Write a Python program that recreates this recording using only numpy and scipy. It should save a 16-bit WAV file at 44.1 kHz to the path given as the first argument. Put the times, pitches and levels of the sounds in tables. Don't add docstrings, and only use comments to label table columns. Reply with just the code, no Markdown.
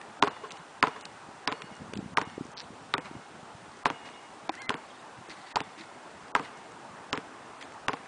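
import sys
import numpy as np
from scipy import signal
from scipy.fft import rfft, irfft, next_fast_len
from scipy.io import wavfile
from scipy.ndimage import uniform_filter1d, map_coordinates

SR = 44100
rng = np.random.default_rng(int(sys.argv[2]) if len(sys.argv) > 2 else 0)


def volts_from_db(level):
    exponent = np.asarray(level, float) / 20
    return 10 ** exponent


def generate_wav(sig):
    pcm = np.round(np.clip(np.atleast_2d(sig).T, -1, 1) * 32767).astype(np.int16)
    wavfile.write(sys.argv[1], SR, pcm)


N = 355887


def unit(x):
    return x / np.sqrt(np.mean(x ** 2) + 1e-20)


def filtered(x, response):
    m = next_fast_len(len(x) + 4096)
    return irfft(rfft(x, m) * response(np.fft.rfftfreq(m, 1 / SR)), m)[:len(x)]


def noise(spectrum, size):
    f, db = np.transpose(spectrum)
    white = rng.standard_normal(size)
    return unit(filtered(white, lambda hz: volts_from_db(np.interp(np.log(hz + 1), np.log(f), db))))


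def wobble(rate, size=N):
    knots = rng.standard_normal(int(size * rate / SR) + 4)
    return map_coordinates(knots, [np.arange(size) * rate / SR])


def add(track, s, sound):
    part = track[round(s * SR):][:len(sound)]
    part += sound[:len(part)]


def decay(t, t60):
    return volts_from_db(-60 * t / t60)


def sine(hz, t):
    return np.sin(2 * np.pi * hz * t)


def ring(modes, t, attack):
    tones = 0
    for hz, db, t60 in modes:
        strength, detune = rng.standard_normal(2)
        tones = tones + volts_from_db(db + 1.1 * strength) * decay(t, t60) * sine(hz * (1 + 0.032 * detune), t)
    return tones * (1 - np.exp(-t / attack))


# t/s, level/dB
WIND_STRENGTH = [(0, -59.5), (1.73, -59), (1.89, -47.5), (2.36, -52.5), (2.79, -56), (3.32, -55.5),
                 (3.84, -59.5), (4.83, -62), (5.19, -59), (5.64, -60.5), (7.46, -57.5), (7.87, -55),
                 (8.07, -57)]
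# f/Hz, level/dB per Hz
WIND_RUMBLE = [(12, -69), (20, -35.5), (97, -6.5), (215, -3), (286, -13), (600, -13.5), (780, -38.5),
               (1320, -120)]


def wind():
    lumps = unit(noise(WIND_RUMBLE, N) * volts_from_db(4.0 * wobble(30)))
    return volts_from_db(np.interp(np.arange(N) / SR, *np.transpose(WIND_STRENGTH))) * lumps


# t/s, level/dB
ROAD_LEVEL = [(0, -48.5), (.43, -50.5), (1.89, -50), (2.07, -51.5), (3.84, -50.5), (4.83, -49.5),
              (5.64, -50.5), (6.43, -49), (8.07, -49)]
# f/Hz, level/dB per Hz
TRAFFIC_COLOUR = [(150, -39), (250, -6), (540, -8.5), (802, -2.5), (1320, -7), (2000, -13.5), (5000, -48.5),
                  (11000, -120)]


def traffic():
    z = signal.stft(noise(TRAFFIC_COLOUR, N), nperseg=512)[2]
    patches = uniform_filter1d(uniform_filter1d(rng.standard_normal(z.shape), 5, 0), 8, 1)
    hum = unit(signal.istft(z * volts_from_db(1.6 * unit(patches)), nperseg=512)[1][:N])
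    return volts_from_db(np.interp(np.arange(N) / SR, *np.transpose(ROAD_LEVEL)) + 1.0) * hum


# f/Hz, level/dB per Hz
HISS_COLOUR = [(1470, -24.5), (2500, -2.5), (2680, -3), (2950, -4), (4340, -8), (9880, -13), (12800, -22.5),
               (21700, -120)]


def microphone():
    whine = np.sin(2 * np.pi * 7560 * np.arange(N) / SR + 3 * wobble(37))
    return volts_from_db(-58.5) * noise(HISS_COLOUR, N) + volts_from_db(-75.0) * whine


def tick(t, hz, ms, narrow):
    colour = [(hz / 3, -26), (hz / 2.1, -5), (hz, 0), (hz * 1.36, -4), (hz * 1.97, -13), (hz * 3.7, -26)]
    burst = noise(np.array(colour) * [1, narrow], len(t))
    burst *= np.exp(-t * 1000 / max(ms, .3)) * (1 - np.exp(-t / 0.00011))
    return burst / np.abs(burst).max()


# t/s, peak level/dB, centre f/Hz
GRIT_TICKS = [(0.014, -31, 2030), (0.5068, -33, 2300), (0.5133, -29.5, 2000), (0.5196, -26.5, 4530),
              (0.5706, -36.5, 2870), (1.0105, -32.5, 4600), (1.0538, -25.5, 4090), (1.62, -26.5, 1900),
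              (1.936, -24.5, 3040), (1.955, -34, 2900), (1.974, -30, 3250), (2.299, -36.5, 1980),
              (4.089, -35, 2000), (4.5404, -34, 1890), (4.552, -38, 5040), (4.6188, -33.5, 2120),
              (4.619, -31.5, 4970), (5.175, -43, 2280), (6.719, -42, 1600), (7.611, -36.5, 3600),
              (7.614, -32, 2190), (7.626, -28, 2280), (7.721, -38.5, 1700), (8.034, -41, 1600),
              (8.059, -36, 1860)]


def grit_ticks():
    out, t = np.zeros(N), np.arange(SR // 10) / SR
    for s, db, hz in GRIT_TICKS:
        add(out, s, volts_from_db(db) * tick(t, hz, ms=1.6, narrow=0.97))
    return out


# f/Hz, level/dB
SMACK_COLOUR = [(200, -22), (800, -6), (1500, 1.5), (3000, -10), (5500, -9.5), (10000, -23)]


def crack(t, width_ms, snap_db, snap_hz, pull=1, rebound=0):
    u = t * 1000 / np.clip(width_ms, .05, .3) - 2
    swing = -1.65 * u * np.exp(-u * u / 2) * np.where(u > 0, pull, 1)
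    v = u - 4.2
    again = np.exp(-v ** 2 / 2.5) - 0.55 * np.exp(-(v - 3) ** 2 / 8)
    snap = volts_from_db(snap_db) * sine(snap_hz, t) * decay(t, 0.0042) * (1 - np.exp(-t / .00012))
    smack = noise(SMACK_COLOUR, len(t)) * decay(t, .008)
    return swing + rebound * again + snap + 0.22 * smack


def lift(t, hz, low_db):
    tones = ring([(hz, 0, .012), (1.3 * hz, -7, .01), (2.4 * hz, -17, .005)], t, 0.0016)
    smack = noise(SMACK_COLOUR, len(t)) * decay(t, .015) * (1 - np.exp(-t / .0007))
    return tones + 0.069 * smack + volts_from_db(low_db) * ring([(429.0, 0.015, 0.088)], t, 0.0008)


# f/Hz, t60/s
CAVITY_MODES = [(2170, 8.1), (2868, 4.1), (3512, 1.4), (4428, 1.6)]
BEAM_ANGLES = [.3, 0.065, 0.74, .8]


def ping(t, levels, caught, facing):
    tones = 0
    for angle, db, (hz, t60) in zip(BEAM_ANGLES, levels, CAVITY_MODES):
        turns = 9.6 * t + facing + angle
        beam = (1 + .5 * np.cos(2 * np.pi * turns)) / 1.13
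        tones = tones + beam * volts_from_db(db + 0.8 * wobble(17, len(t))) * decay(t, t60) * sine(hz, t)
    held = (1 - np.exp(-t / .04)) / (1 + np.exp((t - caught) / 0.019))
    return held * tones


# t/s, crack level/dB, shell ring level/dB, thud level/dB, pitch over the usual shell pitch
TOUCHDOWNS = [(0.2243, -12.5, -7.5, -26, 1.03), (0.8264, -12, -11, -29, 1.24),
              (1.4747, -14, -22.5, -36.5, 1), (2.1717, -12.5, -15, -34.5, 1.42),
              (2.9385, -12.5, -15, -35, 1.07), (3.8556, -12, -13, -31, 1.1),
              (4.693, -12.5, -24, -34.5, 0.98), (5.5575, -14, -22.5, -39, .92),
              (6.3504, -13, -10.5, -37, 1.18), (7.1287, -13, -23, -34, 1.24),
              (7.8824, -11.5, -16.5, -34.5, 1.1)]
# t/s, ring level/dB, f/Hz
LIFTOFFS = [(0.2345, -11, 1076), (0.8372, -10, 1030), (1.4855, -20, 1014), (2.1822, -10.5, 980),
            (2.9489, -21.5, 1370), (3.864, -13.5, 1006), (4.704, -16, 1050), (5.5685, -13, 930),
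            (6.3611, -14, 1044), (7.139, -22, 1010), (7.893, -17, 1030)]
# push and pull width/ms, snap level/dB, snap f/Hz, scatter level/dB, side facing us/turns
CONTACTS = [(0.069, -2.5, 3500, -30, .9), (.085, -0.5, 4600, -29.5, .8), (.07, -2.5, 4900, -33, 0.34),
            (0.08, -10.5, 5000, -33, .9), (.08, -1, 3700, -37.5, .8), (0.088, -14, 4000, -33, .9),
            (0.098, -13, 3300, -34.5, 0.55), (0.068, -5, 4500, -36, 0.55), (0.11, -21, 3300, -32.5, .8),
            (0.07, -5.5, 3000, -35, 0.63), (0.085, -14.5, 5500, -36.5, 0.68)]
AIR_SWINGS = [(1.4, .9), (1.9, 1.04), (1, 0.012), (1, .5), (0.89, 0.27), (0.76, .1), (0.46, 0),
              (0.46, 0.072), (0.95, 0.24), (.45, 0.084), (.5, 0.035)]
# level/dB of four modes, hand damps it after t/s
CAVITY_PINGS = [(-67, -55.5, -56.5, -61, 0.4), (-60, -54, -59, -82, 0.29), (-57.5, -55, -74, -57, 0.34),
                (-54.5, -56, -63, -60.5, 0.19), (-58.5, -64.5, -73, -77, 0.32),
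                (-57.5, -52, -66, -84, 0.43), (-58.5, -68, -85, -63, 0.25), (-61.5, -71, -57.5, -69, 0.5),
                (-61, -64, -81, -83, 0.34), (-65, -74.5, -76, -76, 0.45), (-71, -71.5, -76, -80, 0.305)]
# f/Hz, level/dB, t60/s
SHELL_MODES = [(864, -1.5, .024), (1030, 1, 0.018), (1305, -2.5, 0.013), (1680, -7, 0.0083),
               (2110, -13.5, 0.0091), (2670, -20, .005), (3470, -23, 0.0028)]
# f/Hz, level/dB, t60/s
BODY_MODES = [(158, -4, 0.058), (280, 8, 0.035), (469.5, -5.5, 0.086)]
# f/Hz, level/dB
SCATTER_COLOUR = [(100, -14), (300, -7.5), (1000, 5.5), (2000, -4), (4000, -16), (5200, -21.5),
                  (9000, -30.5)]


def low_ring_db(thud_db, up_db):
    return thud_db - 5.5 - up_db


def bounces():
    out, t = np.zeros(N), np.arange(SR // 2) / SR
    rows = zip(TOUCHDOWNS, LIFTOFFS, CONTACTS, AIR_SWINGS, CAVITY_PINGS)
    for (s, crack_db, ring_db, thud_db, pitch), (up, up_db, up_hz), contact, swing, cavity in rows:
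        *push, scatter_db, facing = contact
        *ping_levels, caught = cavity
        shell = np.array(SHELL_MODES) * [pitch, 1, 1]
        add(out, s + .0011, volts_from_db(crack_db + 2.5) * crack(t, *push, *swing))
        add(out, s + .00145, volts_from_db(ring_db + 1.0) * ring(shell, t, 0.00071))
        add(out, s + .00145, volts_from_db(thud_db + 8) * ring(BODY_MODES, t, 0.0044))
        add(out, s + 0.0015, ping(t, ping_levels, caught, facing))
        tail = decay(t, 0.15) + 0.3 * decay(t, 0.71)
        add(out, s + 0.001902, volts_from_db(scatter_db) * noise(SCATTER_COLOUR, len(t)) * tail)
        add(out, up, volts_from_db(up_db + 10.0) * lift(t, up_hz, low_ring_db(thud_db, up_db)))
    return out


ECHO_SNAP = -14.5, 4250
# t/s, crack level/dB, ring level/dB
SMALL_ECHOES = [(0.2454, -25, -27), (0.268, -36, -33), (0.2777, -22, -40), (.8473, -36, -24),
                (0.8637, -41, -36), (0.8772, -37, -46), (1.4776, -18, -25), (1.5245, -18, -43),
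                (2.1914, -31, -38), (2.2179, -26.5, -42), (3.8584, -39, -22), (3.8611, -24.5, -27),
                (3.8682, -30, -28), (3.871, -24.5, -23), (4.6951, -29, -39), (4.7223, -31.5, -36),
                (5.5614, -15.5, -16.5), (5.5872, -36, -42), (6.3648, -34, -26.5), (7.135, -25.5, -37),
                (7.155, -31, -52), (7.8853, -25, -31), (7.938, -28, -22.5)]


def small_echoes():
    out, t = np.zeros(N), np.arange(SR // 20) / SR
    for s, crack_db, ring_db in SMALL_ECHOES:
        add(out, s, volts_from_db(crack_db) * crack(t, .08, *ECHO_SNAP))
        add(out, s, volts_from_db(ring_db) * ring(SHELL_MODES, t, .0007))
    return out


# t/s, crack level/dB, ring level/dB
WALL_ECHOES = [(0.2715, -26.5, -21.5), (0.8703, -23.5, -23), (1.5173, -28, -30), (2.214, -21.5, -34),
               (2.98, -24.5, -28), (3.9007, -20.5, -29), (4.7411, -24.5, -37.5), (5.6037, -21, -36.5),
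               (6.3951, -29.5, -27), (7.1749, -22.5, -46), (7.932, -25.5, -37)]


def wall():
    out, t = np.zeros(N), np.arange(SR // 2) / SR
    for touchdown, (up, up_db, up_hz), echo in zip(TOUCHDOWNS, LIFTOFFS, WALL_ECHOES):
        s, _, ring_db, thud_db, pitch = touchdown
        back, back_crack_db, back_ring_db = echo
        shell = np.array(SHELL_MODES) * [pitch, 1, 1]
        add(out, back + 0.00099, volts_from_db(back_crack_db + 4.0) * crack(t, 0.1, *ECHO_SNAP))
        add(out, back + 0.00099, volts_from_db(back_ring_db + 4) * ring(shell, t, 0.00068))
        add(out, back + 0.00099, volts_from_db(-27) * ring(BODY_MODES, t, 0.0051))
        back_up_db = up_db + back_ring_db - ring_db + 10.5
        add(out, back + up - s, volts_from_db(back_up_db) * lift(t, up_hz, low_ring_db(thud_db, up_db)))
    return out


# t/s, smear level/dB, ring level/dB
FAR_ECHOES = [(0.359, -43, -50), (0.435, -41, -27), (0.445, -42.5, -31.5), (0.957, -37.5, -36),
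              (1.602, -52, -36.5), (2.294, -66, -62), (3.054, -38, -54), (3.986, -58, -56),
              (4.058, -41.5, -50), (5.587, -42.5, -42), (5.686, -50.5, -49), (6.452, -46, -52),
              (7.967, -43.5, -57)]


def far_buildings():
    out, t = np.zeros(N), np.arange(SR // 2) / SR
    for s, db, ring_db in FAR_ECHOES:
        smear = (1 - np.exp(-t / 0.0032)) * decay(t, 0.11)
        add(out, s, volts_from_db(db) * noise(SCATTER_COLOUR, len(t)) * smear)
        add(out, s, volts_from_db(ring_db) * ring([(431, -5.0, 0.11), (1080, -5.0, 0.084)], t, 0.0039))
    return out


# start t/s, hold/s, level/dB, fine sand relative level/dB
SCUFF_STROKES = [(0.53, 0.044, -60, -10), (2.567, 0.057, -54, -4.5), (3.038, 0.021, -49, -10.5),
                 (4.044, 0.032, -51.5, -10), (4.508, 0.077, -58.5, -9.5), (5.293, 0.021, -47, -5),
                 (5.355, 0.076, -59.5, -2.5), (5.454, 0.026, -59, 2), (5.5, 0.01, -49.5, -3.5),
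                 (5.774, 0.043, -49.5, -7), (6.42, 0.037, -49.5, -12.5), (7.604, 0.016, -49.5, -10.5)]
# f/Hz, level/dB
GRIT_COLOUR = [(700, -12), (1400, 1.5), (2050, 7), (3000, -0.5), (4300, -7), (5500, -8.5), (7500, -14.5),
               (10000, -20.5)]
# f/Hz, level/dB
SAND_COLOUR = [(2500, -29.5), (3800, 2), (4500, 1), (5200, -9), (7500, -15.5)]


def scuffs():
    now, drag, sand = np.arange(N) / SR, np.zeros(N), np.zeros(N)
    for s, hold, db, sand_db in SCUFF_STROKES:
        fade_db = 327.5 * np.clip(now - s - hold, 0, 1)
        stroke = np.clip((now - s) / .012, 0, 1) * volts_from_db(db - fade_db)
        drag += stroke
        sand += volts_from_db(sand_db) * stroke
    fine = unit(noise(SAND_COLOUR, N) * volts_from_db(3 * wobble(300)))
    coarse = unit(noise(GRIT_COLOUR, N) * volts_from_db(2.5 * wobble(300)))
    return sand * fine + drag * coarse


# t/s, peak level/dB, f/Hz
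WIND_POPS = [(1.287, -38, 212), (1.334, -41, 297), (1.641, -34.5, 218), (1.713, -37, 231),
             (1.722, -35.5, 196), (1.816, -34.5, 207), (1.895, -36, 184), (1.935, -26, 402),
             (1.954, -32, 174), (1.965, -25, 266), (1.969, -25, 204), (1.979, -33.5, 209),
             (1.989, -21.5, 247), (2.026, -31, 207), (2.042, -34, 220), (2.059, -27.5, 177),
             (2.12, -35.5, 164), (2.132, -34.5, 184), (2.273, -30, 210), (2.379, -21.5, 350),
             (2.409, -20.5, 256), (2.416, -32.5, 220), (2.453, -32, 280), (2.704, -35, 237),
             (3.112, -28, 299), (3.151, -29, 251), (3.163, -35, 132), (3.429, -38.5, 168),
             (3.548, -37.5, 131), (5.185, -39.5, 145), (5.287, -34, 370)]


def wind_pops():
    out, t = np.zeros(N), np.arange(SR // 20) / SR
    for s, db, hz in WIND_POPS:
        add(out, s, volts_from_db(db - 3.0) * sine(hz, t) * np.exp(-(t * hz / 0.63 - 1) ** 2))
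    return out


# t/s, peak level/dB, centre f/Hz
SAND_CRUMBS = [(1.62, -37, 6500), (1.752, -46, 6500), (1.766, -45.5, 6500), (3.692, -49, 6000),
               (3.7174, -46.5, 5000), (3.77, -47, 6000), (3.79, -48, 6300), (4.058, -51, 6300),
               (4.1, -49, 6300), (5.296, -40.5, 4000), (6.2822, -49, 4300), (6.476, -44, 2800),
               (6.572, -48, 6500), (6.588, -48, 6500), (6.7197, -45.5, 6500), (2.45, -46, 6300),
               (2.466, -47, 6300), (2.517, -45, 6300), (5.78, -45, 4000), (5.795, -43, 5000),
               (7.722, -46, 6500), (7.738, -47, 6300), (7.969, -38, 2600)]


def crumbs():
    out, t = np.zeros(N), np.arange(SR // 10) / SR
    for s, db, hz in SAND_CRUMBS:
        add(out, s, volts_from_db(db) * tick(t, hz, ms=2.2, narrow=2.1))
    return out


# t/s, peak level/dB
RASP_CATCHES = [
    (2.5696, -32.5),
    (2.5746, -29.5),
    (2.5795, -28),
    (2.5856, -36),
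    (2.5878, -37),
    (2.5914, -36),
    (2.5983, -31),
    (2.6031, -22.5),
    (2.6118, -38),
]


def rasp():
    out, t = np.zeros(N), np.arange(SR // 10) / SR
    for s, db in RASP_CATCHES:
        pulse = np.exp(-(t * 1000 / .26 - 1.6) ** 2)
        tones = (sine(4600, t) + .3 * sine(2000, t)) * pulse
        add(out, s, volts_from_db(db) * (.3 * tick(t, 4600, ms=0.5, narrow=5.2) + tones))
    return out


# t/s, length/s, level/dB
CHIRPS = [
    (4.045, .03, -56),
    (4.128, .042, -58),
    (4.889, 0.022, -57.5),
    (4.915, 0.06, -62),
    (4.979, .038, -57.5),
]


def bird():
    out = np.zeros(N)
    for s, length, db in CHIRPS:
        u = np.arange(0, 1, 1 / (length * SR))
        hz = 3100 + 640 * np.sin(np.pi * u) ** 1.8 + 110 * wobble(300, len(u))
        swell = (0.25 + 1.4 * u) * np.sqrt(np.sin(np.pi * u))
        whistle = np.sin(2 * np.pi * np.cumsum(hz) / SR)
        add(out, s, volts_from_db(db + 5 * wobble(120, len(u))) * swell * whistle)
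    return out + volts_from_db(-5) * np.roll(out, round(.007 * SR))


# t/s, level/dB
HEEL_STEPS = [
    (4.354, -44.5),
    (5.292, -40.5),
    (5.775, -42),
    (5.801, -37.5),
]


def heels():
    out, t = np.zeros(N), np.arange(SR // 10) / SR
    for s, db in HEEL_STEPS:
        add(out, s, volts_from_db(db) * ring([(319, -1.0, 0.11), (218, -1.8, 0.056)], t, 0.0026))
    return out


# t/s, peak level/dB
SOLE_SLAPS = [
    (4.492, -8),
]
# f/Hz, level/dB, t60/s
SOLE_MODES = [(310, -9, 0.052), (825, 4, 0.019), (930, 0, 0.018), (1950, -18, 0.021), (2440, -1, 0.01),
              (3600, -1.5, 0.007), (4600, -4, .006)]


def stomp():
    out, t = np.zeros(N), np.arange(SR // 10) / SR
    for s, db in SOLE_SLAPS:
        add(out, s + 0.0012, volts_from_db(db - 7) * (ring(SOLE_MODES, t, 0.0015) + 0.31 * crack(t, 0.046, -4, 5100)))
        add(out, s + 0.0013, volts_from_db(db - 24.5) * noise(SCATTER_COLOUR, len(t)) * decay(t, 0.041))
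    return out


# multiple of the pitch, level/dB
HALF_PARTIALS = [(.5, -9), (1.5, -14)]


def squeak(length, from_hz, end_hz):
    t = np.arange(0, length, 1 / SR)
    settles_s = .068
    steady = 1 / (1 + np.exp((settles_s - t) / 0.002))
    climb = 1 - np.clip(1 - t / .046, 0, 1) ** 1.4
    glide = from_hz + (end_hz * (1 + .045 * (1 - steady)) - from_hz) * climb
    jitter = (0.0022 + 0.012 * (1 - steady)) * wobble(150, len(t))
    phase = 2 * np.pi * np.cumsum(glide * (1 + jitter)) / SR
    halves = sum(volts_from_db(db) * np.sin(multiple * phase) for multiple, db in HALF_PARTIALS)
    halves = volts_from_db(2 - 900 * np.clip(t - settles_s, 0, 1)) * halves
    tone = np.sin(phase) + volts_from_db(-21 + 9.0 * steady) * np.sin(2 * phase) + halves
    swell = np.clip(t / .018, 0, 1) ** 2 * np.clip((length - t) / 0.018, 0, 1)
    return volts_from_db(1.5 * steady + 2.4 * (1.0 - 1.1 * steady) * wobble(110, len(t))) * swell * tone


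# start t/s, length/s, level/dB, start f/Hz, f/Hz it settles on if it lasts
RUBBER_SQUEAKS = [
    (4.518, 0.05, -48.5, 1324, 2016),
    (4.532, 0.036, -50, 1260, 1630),
    (4.551, 0.149, -45.5, 1329, 2058),
    (4.591, 0.054, -48, 1550, 1580),
    (5.331, .07, -59, 1950, 1875),
    (5.415, 0.048, -61, 1950, 1890),
    (5.484, .03, -53, 1960, 1930),
]


def squeaks():
    out = np.zeros(N)
    for s, length, db, from_hz, end_hz in RUBBER_SQUEAKS:
        add(out, s, volts_from_db(db) * squeak(length, from_hz, end_hz))
    return out


# start t/s, length/s, level/dB
SOLE_TWISTS = [
    (5.302, .035, -57.5),
    (5.37, .04, -60),
    (5.43, .08, -57.5),
]
# f/Hz, width/Hz, level/dB
SINGING_BANDS = [(2000, 110, 1), (2620, 120, -5.5), (3400, 110, -5), (4460, 300, -6)]


def twists():
    out, t = np.zeros(N), np.arange(SR // 10) / SR

    def bands(f):
        return sum(volts_from_db(db) / np.hypot(1, (2 * (f - hz) / width) ** 2) for hz, width, db in SINGING_BANDS)

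    for s, length, db in SOLE_TWISTS:
        swell = np.abs(np.sin(np.pi * np.clip(t / length, 0, 1)))
        add(out, s, volts_from_db(db) * unit(filtered(rng.standard_normal(len(t)), bands)) * swell)
    return out


def scene():
    background = wind() + traffic() + microphone() + wind_pops()
    dribble = bounces() + small_echoes() + wall() + far_buildings()
    shoes = grit_ticks() + scuffs() + crumbs() + rasp() + heels() + stomp() + squeaks() + twists()
    return (background + dribble + shoes + bird())[None]


# f/Hz, level/dB
STEP_SHAPE = [(0, -3), (1100, -4), (1500, 1), (5500, 2.5), (7500, -4.5), (10000, -5.5)]


def starve(x, step_db, slope, quiet_db):
    hop, lead = 96, 592
    n, k = np.arange(2 * hop), np.arange(hop)
    hz = k * 16000 / hop
    window = np.sin(np.pi * (n + .5) / (2 * hop))
    basis = window * np.cos(np.pi / hop * np.outer(k + .5, n + .5 + hop / 2)) * np.sqrt(2 / hop)
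    low = signal.resample_poly(x, 320, 441)
    fill = -(len(low) + lead) % (12 * hop) + 13 * hop
    halves = np.pad(low, (lead, fill)).reshape(-1, hop)
    c = (np.hstack([halves[:-1], halves[1:]]) @ basis.T).reshape(-1, 12, hop)

    treble_db = 10 * np.log10(np.mean(c[:, :, 16:60] ** 2, axis=2) + 1e-12)
    top_db, calm_db = treble_db.max(axis=1), treble_db.min(axis=1)
    blow = top_db - calm_db > 9
    calm_step_db = calm_db + quiet_db + 3 * rng.standard_normal(len(c))
    frame_db = np.where(blow, step_db + slope * (top_db + 41), calm_step_db)
    thin_db = 8.5 * np.exp(-((hz - 6200) / 1400) ** 2)
    band_db = np.repeat(2.5 * rng.standard_normal((len(c), 1, 24)), 4, axis=2)
    band_db = band_db + np.interp(hz, *np.transpose(STEP_SHAPE))
    step = volts_from_db(frame_db[:, None, None] + band_db + ~blow[:, None, None] * thin_db)
    c = np.sign(c) * np.floor((np.abs(c) / step) ** .75 + .4054) ** (4 / 3) * step

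    blocks = c.reshape(-1, hop) @ basis
    first = np.pad(blocks[:, :hop], ((0, 1), (0, 0)))
    second = np.pad(blocks[:, hop:], ((1, 0), (0, 0)))
    return signal.resample_poly((first + second).ravel()[lead:], 441, 320)[:N]


def band_limit(x):
    return signal.sosfilt(signal.butter(12, 10030, fs=SR, output="sos"), x)


def record(dry):
    rough = starve(dry[0], step_db=-45.5, slope=.8, quiet_db=-9.5)

    def band(hz):
        return np.clip((10050 - hz) / 120 + .5, .003, 1) * hz / np.hypot(hz, 45)

    mix = filtered(rough, band)[None]
    return band_limit(mix)


dry = scene()
out = record(dry)
generate_wav(out)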